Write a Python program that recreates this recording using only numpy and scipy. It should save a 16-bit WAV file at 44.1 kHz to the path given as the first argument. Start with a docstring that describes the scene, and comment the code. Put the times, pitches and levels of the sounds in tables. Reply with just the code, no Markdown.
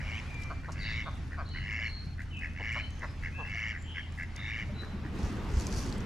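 """A drake rasps on a pond bank over wind rumble on the microphone, heard in stereo from a small boat.
Drakes go on rasping and grunting and a hen duck clucks low: pulses from the syrinx ring in the throat.
Farther back, songbirds whistle and trill in the trees; leaves hiss and a low hum lies underneath.
Gear ticks aboard. Near the end someone shifts in the boat: cloth rustles and the hull thumps."""
import sys
import numpy as np
from scipy import signal
from scipy.fft import rfft, irfft
from scipy.io import wavfile
from scipy.ndimage import uniform_filter1d, map_coordinates

SR = 44100
rng = np.random.default_rng(int(sys.argv[2]) if len(sys.argv) > 2 else 0)


def inscribe(sig):
    """Save sig as 16-bit PCM at rate SR to the path in sys.argv[1].

    A 1-D sig is mono; a 2-D sig holds one channel per row.
    Samples are clipped to [-1, 1] before scaling.
    """
    pcm = np.round(np.clip(np.atleast_2d(sig).T, -1, 1) * 32767)
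    wavfile.write(sys.argv[1], SR, pcm.astype(np.int16))


N = 266995
TIME, FREQ = np.arange(N) / SR, np.fft.rfftfreq(N, 1 / SR)

# likeness of left and right at the microphone pair: (frequency [Hz], correlation [0-1])
MIC_LIKENESS = [(40, .93), (300, .94), (1000, .75), (3000, .55), (7000, .65), (13000, .42)]
# sound from the bank at the pair: (frequency [Hz], phase lead of the left side [rad])
BANK_PHASE = [(20, -0.34), (1000, -.3), (1900, -0.55), (2900, -1.24), (4000, -0.85), (7000, 0.12)]
# echo from the trees: (frequency [Hz], time to fall 60 dB [s])
TREE_DECAY = [(300, 0.38), (2000, 0.4), (4000, 0.46), (9000, 0.21)]
# wind rumble on the microphone: (frequency [Hz], relative level [dB])
WIND_SPECTRUM = [(15, -27), (28, -8), (42, 1.5), (60, -7.5), (85, -11.5), (120, -3), (160, -12),
                 (210, -14.5), (280, -19), (420, -32.5), (800, -73)]
# strength of that wind: (time [s], relative level [dB])
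GUSTS = [(0.0, -40.5), (1.16, -39.5), (1.62, -41.5), (1.95, -43), (3.25, -42.5), (4.08, -44), (5.26, -40),
         (5.41, -38), (6.05, -36)]
# swell of the hiss in grass and leaves: (time [s], relative level [dB])
BREEZE = [(0.0, -70.5), (0.32, -71), (0.67, -76), (0.96, -74), (1.56, -77.5), (1.84, -76.5), (2.19, -79),
          (2.92, -75), (3.31, -75.5), (3.69, -77.5), (4.08, -77), (4.6, -74.5), (5.0, -77)]
# broad hiss of the open air, and rustle of dry leaves: (frequency [Hz], relative level [dB])
AIR_SPECTRUM = [(150, -1.5), (300, -3), (500, -1), (1100, -0.5), (2200, -1), (3300, -9.5), (6100, -15.5),
                (7500, -21), (8300, -27.5), (10400, -26.5), (12400, -36), (14500, -68)]
LEAF_SPECTRUM = [(1500, -25), (3000, -0.5), (5000, 0), (7500, -4.5), (10500, -9), (12800, -14),
                 (14500, -35)]
# distant whistles: (time [s], length [s], start pitch [Hz], settled pitch [Hz], relative level [dB])
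WHISTLES = [(0.253, 0.36, 2600, 2360, -52), (.355, .08, 2120, 2005, -52), (0.781, 0.13, 4670, 4496, -51),
            (.8, 0.051, 4450, 3470, -47.5), (1.45, 0.023, 3590, 5120, -46.5),
            (1.508, 0.13, 3050, 2900, -48.5), (2.303, 0.045, 3100, 2883, -48),
            (2.322, 0.087, 2896, 2470, -47), (2.77, 0.076, 2970, 3050, -48), (3.315, 0.17, 2310, 2690, -48),
            (3.337, .13, 1570, 1685, -53.5)]
# distant buzzy trills: (time [s], length [s], pitch [Hz], warble depth [Hz], relative level [dB])
TRILLS = [(.87, 0.061, 3740, 220, -43), (0.998, 0.064, 3590, 130, -51.5), (1.498, .06, 4330, 300, -50.5),
          (1.835, .17, 4270, 109, -48.5), (2.76, 0.074, 4190, 200, -51.5), (2.896, 0.05, 6300, 150, -60),
          (3.003, .1, 5080, 115, -63), (3.767, 0.068, 7180, 170, -58), (3.83, 0.24, 3036, 170, -51),
          (4.35, .12, 3635, 99, -49.5), (4.737, 0.09, 3970, 60, -52.5)]
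# dull rubbing and bright cloth hiss in the boat: (frequency [Hz], relative level [dB])
RUB_SPECTRUM = [(80, -39), (140, -16), (195, -1), (300, -11), (410, -12), (600, -21), (1050, -20),
                (2000, -26.5), (4000, -35), (8000, -55.5)]
CLOTH_SPECTRUM = [(1470, -41), (2500, -9), (3230, -7), (3770, -10), (4540, -1), (6030, -2), (7510, -6),
                  (9000, -12), (12000, -18), (13600, -30)]
# strokes of cloth on cloth: (peak time [s], level [dB])
CLOTH_STROKES = [(5.24, -53.5), (5.59, -49.5), (5.78, -44.5)]
# soft knocks and laps of water on the hull: (time [s], level [dB], frequency [Hz])
THUMPS = [(2.065, -35.5, 161), (3.545, -50, 687), (4.626, -36.5, 191), (4.68, -30.5, 114),
          (4.692, -44, 595), (4.72, -37.5, 198), (4.934, -32, 198), (5.048, -37.5, 303), (5.233, -22, 72.4),
          (5.538, -22, 56), (5.568, -17, 64.6)]
# gear ticking close by: (time [s], level [dB], centre [Hz], time to fall 60 dB [s])
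GEAR_TICKS = [(.343, -48.5, 5960, .02), (.434, -45.5, 5540, .03), (.719, -49, 5760, .1),
              (2.724, -54.5, 6860, 0.055), (2.905, -49, 6300, .017), (2.993, -48.5, 6000, .017),
              (3.824, -47, 6900, .009), (4.362, -35.5, 5200, 0.014), (5.668, -27.5, 6140, 0.011),
              (5.925, -34, 3970, 0.012), (5.98, -47.5, 8240, .02), (6.004, -47, 5470, 0.03)]
# throat resonances, before the bill shifts them: (frequency [Hz], width [Hz], relative level [dB])
DRAKE_THROAT = [(1770, 260, -5), (2150, 330, 0), (2780, 380, -8.5), (4600, 600, -32), (5450, 700, -28),
                (6700, 1200, -39)]
HEN_THROAT = [(605, 220, -2.5), (1067, 420, 0), (1423, 190, -3), (2040, 540, -12), (4080, 530, -21)]
# short hen clucks and drake grunts on the bank: (time [s], length [s], relative level [dB])
CLUCKS = [(.498, 0.034, -41), (.679, 0.03, -43), (1.055, 0.047, -41.5), (1.372, .062, -41),
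          (2.594, 0.032, -47), (2.75, 0.0397, -42.5), (3.022, 0.04, -43), (3.375, 0.066, -45.5)]
GRUNTS = [(.0, 0.024, -47.5), (.63, .045, -52), (1.305, 0.057, -51), (1.534, 0.072, -47.5),
          (2.178, 0.053, -49.5), (2.407, 0.075, -44), (3.006, 0.057, -46.5), (3.221, 0.076, -44.5),
          (3.724, 0.0662, -48), (3.943, 0.073, -43.5), (4.172, .082, -44), (4.806, 0.052, -55),
          (5.035, 0.046, -54)]
# long drake rasps: (time [s], length [s], relative level [dB], bill opening [factor], tilt [dB/octave])
RASPS = [(.0, .21, -40.5, 1.063, 8), (.74, .29, -37, 0.99, 6), (1.589, 0.3, -35, 0.99, 2.5),
         (2.545, .27, -35, 1.008, 0), (3.434, .3, -35, 1.01, 2.5), (4.351, .29, -37, 1.012, -0.5)]


def amp(db):
    """Decibels to gain."""
    return 10 ** (np.asarray(db) / 20)


def unit(x):
    """Scales to rms 1."""
    return x / np.sqrt(np.mean(abs(x) ** 2) + 1e-20)


def along(points, hz):
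    """Reads a table on a log-frequency axis."""
    f, value = np.transpose(points)
    return np.interp(np.log(hz + 1), np.log(f + 1), value)


def level(curve):
    """Gain at every sample from rows of (time [s], level [dB])."""
    return amp(np.interp(TIME, *np.transpose(curve)))


def add(mix, s, sound):
    """Mixes a sound in at time s."""
    part = mix[max(round(s * SR), 0):][:len(sound)]
    part += sound[:len(part)]


def wander(size, hz):
    """Smooth random motion of rms about 1, through hz random values a second."""
    knots = rng.standard_normal(4000)
    return map_coordinates(knots, [np.arange(size) * hz / SR], order=3, mode="wrap")


def noise(spectrum, patchy_db, frames, bins):
    """Diffuse noise at the microphone pair; its level varies in patches of frames by bins."""
    hz = np.fft.rfftfreq(2048, 1 / SR)
    a, b, c, d, patches = rng.standard_normal((5, N // 512 + 5, len(hz)))
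    patches = unit(uniform_filter1d(uniform_filter1d(patches, frames, axis=0), bins, axis=1))
    likeness = along(MIC_LIKENESS, hz)
    left = a + 1j * b
    right = likeness * left + np.sqrt(1 - likeness ** 2) * (c + 1j * d)
    bands = np.array([left, right]) * amp(along(spectrum, hz) + patchy_db * patches)
    return unit(signal.istft(bands.swapaxes(1, 2), nperseg=2048, noverlap=1536)[1][:, :N])


def from_bank(x, left_db):
    """Places a sound on the bank: mostly a little earlier on the right, and louder on the left."""
    turn = amp(left_db / 2) * np.exp(.5j * along(BANK_PHASE, FREQ))
    return irfft(rfft(x) * np.array([turn, 1 / turn]), N)


def tree_echo(x, build_up_s, likeness):
    """Trunks and leaves scatter sparse echoes that build up and then die band by band."""
    taps = rng.standard_normal((3, SR)) * (rng.random((3, SR)) < 2000 / SR)
    hz, t, bands = signal.stft(taps[:2] + 2 * likeness * taps[2], SR, nperseg=256)
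    decay = amp(-60 * t / along(TREE_DECAY, hz)[:, None])
    onset = 1 - np.exp(-(t / build_up_s) ** 2)
    tail = signal.istft(bands * decay * onset, SR, nperseg=256)[1]
    tail /= np.linalg.norm(tail, axis=1, keepdims=True)
    return signal.fftconvolve(x, tail, axes=1)[:, :N]


def hum(hz=81.56, db=-43):
    """A low tone under everything, wavering in pitch and level."""
    phase = 2 * np.pi * np.cumsum(hz + .95 * wander(N, 8)) / SR
    return np.sqrt(2) * np.sin([phase - .25, phase]) * amp(db + 1.95 * wander(N, 27))


def mic_wind():
    """Wind buffets the microphone with a deep rumble."""
    return level(GUSTS) * amp(.5) * noise(WIND_SPECTRUM, patchy_db=1.3, frames=3, bins=2)


def breeze():
    """Around the pond the air hisses in the grass and dry leaves flutter."""
    air = amp(21.5 + .81 * wander(N, 14)) * noise(AIR_SPECTRUM, patchy_db=2.46, frames=3, bins=9)
    flutter = unit(amp(6 * wander(N, 22.03) + 5 * wander(N, 600)))
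    leaves = amp(3.5) * flutter * noise(LEAF_SPECTRUM, patchy_db=2, frames=2, bins=40)
    return level(BREEZE) * (air + leaves)


def bird_note(length, start_hz, settled_hz, warble_hz, attack_s, slur_s=.0229):
    """One near-sine note that rises, trembles and fades while its pitch settles and warbles."""
    t = np.arange(int(length * SR)) / SR
    glide = settled_hz + (start_hz - settled_hz) * np.exp(-t / slur_s)
    hz = glide + warble_hz * wander(len(t), 520)
    tremble = amp(2.5 * wander(len(t), 42.4))
    envelope = np.minimum(t / attack_s, 1) * (1 - (t / length) ** 2)
    return envelope * tremble * np.sin(2 * np.pi * np.cumsum(hz) / SR)


def songbirds():
    """Gliding whistles and buzzy trills from deep in the trees, with more echo than direct sound."""
    song = np.zeros(N)
    for s, length, start_hz, settled_hz, db in WHISTLES:
        add(song, s, amp(db) * bird_note(length, start_hz, settled_hz, warble_hz=26.1, attack_s=.012))
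    for s, length, hz, warble_hz, db in TRILLS:
        add(song, s, amp(db) * bird_note(length, hz, hz, warble_hz, attack_s=.031))
    direct = from_bank(song, left_db=1.7)
    return amp(-1.3) * direct + amp(2.2) * tree_echo(direct, build_up_s=.025, likeness=.85)


def rubbing(start_s=4.5, shift_s=5.11):
    """Dull rubbing fades in beside the microphone, then grows as someone shifts their weight."""
    fade_in = np.clip((TIME - start_s) / .31, 0, 1)
    shift = np.clip((TIME - shift_s) / .049, 0, 1)
    return fade_in * amp(-46 + 6 * shift) * noise(RUB_SPECTRUM, patchy_db=2.5, frames=3, bins=5)


def cloth(rise_db_per_s=135.5, fall_db_per_s=86):
    """Close by, cloth slides on cloth in strokes of grainy hiss."""
    strokes = sum(amp(db - np.maximum(rise_db_per_s * (s - TIME), fall_db_per_s * (TIME - s)))
                  for s, db in CLOTH_STROKES)
    grain = unit(amp(2.9 * wander(N, 380)))
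    return strokes * grain * noise(CLOTH_SPECTRUM, patchy_db=2, frames=2, bins=55)


def hull_thumps(rise_s=.0074):
    """Each knock or lap of water rings the hull briefly at one low pitch."""
    t, out = np.arange(SR // 4) / SR, np.zeros(N)
    envelope = t / rise_s * np.exp(1 - t / rise_s)
    for s, db, hz in THUMPS:
        add(out, s, amp(db) * envelope * np.sin(2 * np.pi * hz * t))
    return out


def resonate(x, hz, width_hz):
    """A two-pole resonance applied twice, for steep skirts."""
    b, a = signal.iirpeak(hz, hz / (width_hz * np.pi / 2), SR)
    return signal.lfilter(b, a, signal.lfilter(b, a, x))


def gear_ticks(faint_count=9):
    """Gear clicks in the boat, close and dry: a few sharp ticks and faint ones at random."""
    t, out = np.arange(SR // 4) / SR, np.zeros((2, N))
    faint = [(N / SR * when, -61.5 + 10 * size, 6500, .022)
             for when, size in rng.random((faint_count, 2))]
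    for s, db, hz, t60 in GEAR_TICKS + faint:
        envelope = np.minimum(t / .00099, 1) * amp(-60 * t / t60)
        shared, *own = rng.standard_normal((3, len(t)))
        for channel, scatter in zip(out, own):
            ring = unit(resonate(shared + .51 * scatter, hz, width_hz=1970))
            add(channel, s, amp(db) * envelope * ring)
    return out


def syrinx(rate_hz, rough, puff_s, jitter):
    """Each opening of the membranes gives a sharp pulse inside a short puff of turbulent air."""
    size = len(rate_hz)
    cycles = .5 + np.cumsum(rate_hz * (1 + jitter * wander(size, 150))) / SR
    pulses = np.diff(np.floor(cycles), prepend=0) * amp(wander(size, 209))
    from_pulse_s = ((cycles + .5) % 1 - .5) / rate_hz
    puffs = (.12 + np.exp(-(from_pulse_s / puff_s) ** 2)) * rng.standard_normal(N)[:size]
    puffs = signal.lfilter([1, -.9], [1], puffs)  # turbulence takes over in the upper resonances
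    return np.sqrt(1 - rough) * unit(pulses) + np.sqrt(rough) * unit(puffs)


def throat(drive, modes, opening, tilt_db):
    """Steep resonances that rise as the bill opens and shift a little from pulse to pulse."""
    out = np.zeros(len(drive), complex)
    lag_s = np.arange(-SR // 100, SR // 100) / SR
    for hz, width_hz, db in modes:
        centre_hz = hz * opening * (1 + .03 * wander(len(drive), 120))
        carrier = np.exp(2j * np.pi * np.cumsum(centre_hz) / SR)
        ring = np.exp(-np.pi * (width_hz * lag_s) ** 2)
        band = carrier * signal.fftconvolve(drive / carrier, ring / ring.sum(), "same")
        octaves = np.log2(min(hz / modes[1][0], 1.4))  # the tilt pivots on the second resonance
        out += amp(db + tilt_db * octaves) * band
    # the swing of the membranes is limited, so the pulses come out blunt and alike in size
    swing = abs(unit(out)) / 1.9 + 1e-9
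    return unit(out.real * np.tanh(swing) / swing)


def short_calls(calls, modes, rate_hz, sag, bill, bill_per_db, closing, rough, puff_s, tilt_db):
    """A handful of pulses that slow down under one arch of effort; louder calls open the bill wider."""
    out = np.zeros(N)
    for s, length, db in calls:
        progress = np.linspace(0, 1, int(length * SR))
        arch = abs(np.sin(np.pi * progress)) ** .97
        widest = bill + bill_per_db * (db + 42.5)
        opening = widest * (1 - closing * (1 - arch))
        drive = syrinx(rate_hz * (1 + sag * (.5 - progress)), rough, puff_s, jitter=.02)
        add(out, s, amp(db) * arch * throat(drive, modes, opening, tilt_db))
    return out


def hen_clucks():
    """The hen clucks: quick, fairly clean pulses through low throat resonances."""
    return short_calls(CLUCKS, HEN_THROAT, rate_hz=156.8, sag=.4, bill=1.009, bill_per_db=.07,
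                       closing=.095, rough=.2, puff_s=.0014, tilt_db=0)


def drake_grunts():
    """Drakes grunt: a few slow, breathy pulses with the treble held down."""
    return short_calls(GRUNTS, DRAKE_THROAT, rate_hz=83.6, sag=.22, bill=.99, bill_per_db=.0139,
                       closing=.03, rough=.8, puff_s=.003, tilt_db=-9)


def drake_rasps(full_rate_hz=110.95, swell_share=.55, attack_s=.016, release_s=.03, slack_db=-9):
    """Long hoarse calls swell, hold and let go; pulse rate and bill follow the effort."""
    out = np.zeros(N)
    for s, length, db, bill, tilt_db in RASPS:
        progress = np.linspace(0, 1, int(length * SR))
        swell = np.sin(np.pi / 2 * np.minimum(progress / swell_share, 1))
        effort = swell * np.minimum(.307 + (1 - progress) * length / release_s, 1)
        gape = .034 * np.exp(-((progress - .855) / .1) ** 2)  # the bill opens wider near the end
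        opening = bill * (.95 + .04 * effort + gape)
        drive = syrinx(full_rate_hz * (.68 + .32 * effort), rough=.8, puff_s=.0025, jitter=.035)
        voice = throat(drive, DRAKE_THROAT, opening, tilt_db)
        edges = np.minimum(progress * length / attack_s, 1) * signal.windows.tukey(len(progress), .06)
        add(out, s, amp(db + slack_db * (1 - swell ** 2)) * edges * voice)
    return out


def ducks():
    """Drakes and hen on the bank, mostly direct sound, with a faint echo from the trees behind."""
    calls = amp(5.5) * drake_grunts() + amp(1.94) * hen_clucks() + amp(-2.5) * drake_rasps()
    direct = from_bank(calls, left_db=.7)
    return direct + amp(-11) * tree_echo(direct, build_up_s=.0024, likeness=.97)


def scene():
    """The bank, the open air and the boat itself, as they reach the microphone pair aboard."""
    bank = ducks() + songbirds()
    background = mic_wind() + breeze() + hum()
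    aboard = rubbing() + cloth() + hull_thumps() + gear_ticks()
    return background + aboard + bank


def record(dry):
    """The recorder cuts the treble steeply at 14.6 kHz."""
    lowpass = signal.firwin(301, 14600, window=("kaiser", 9), fs=SR)
    return signal.oaconvolve(dry, lowpass[None], "same")


dry = scene()
out = record(dry)
inscribe(out)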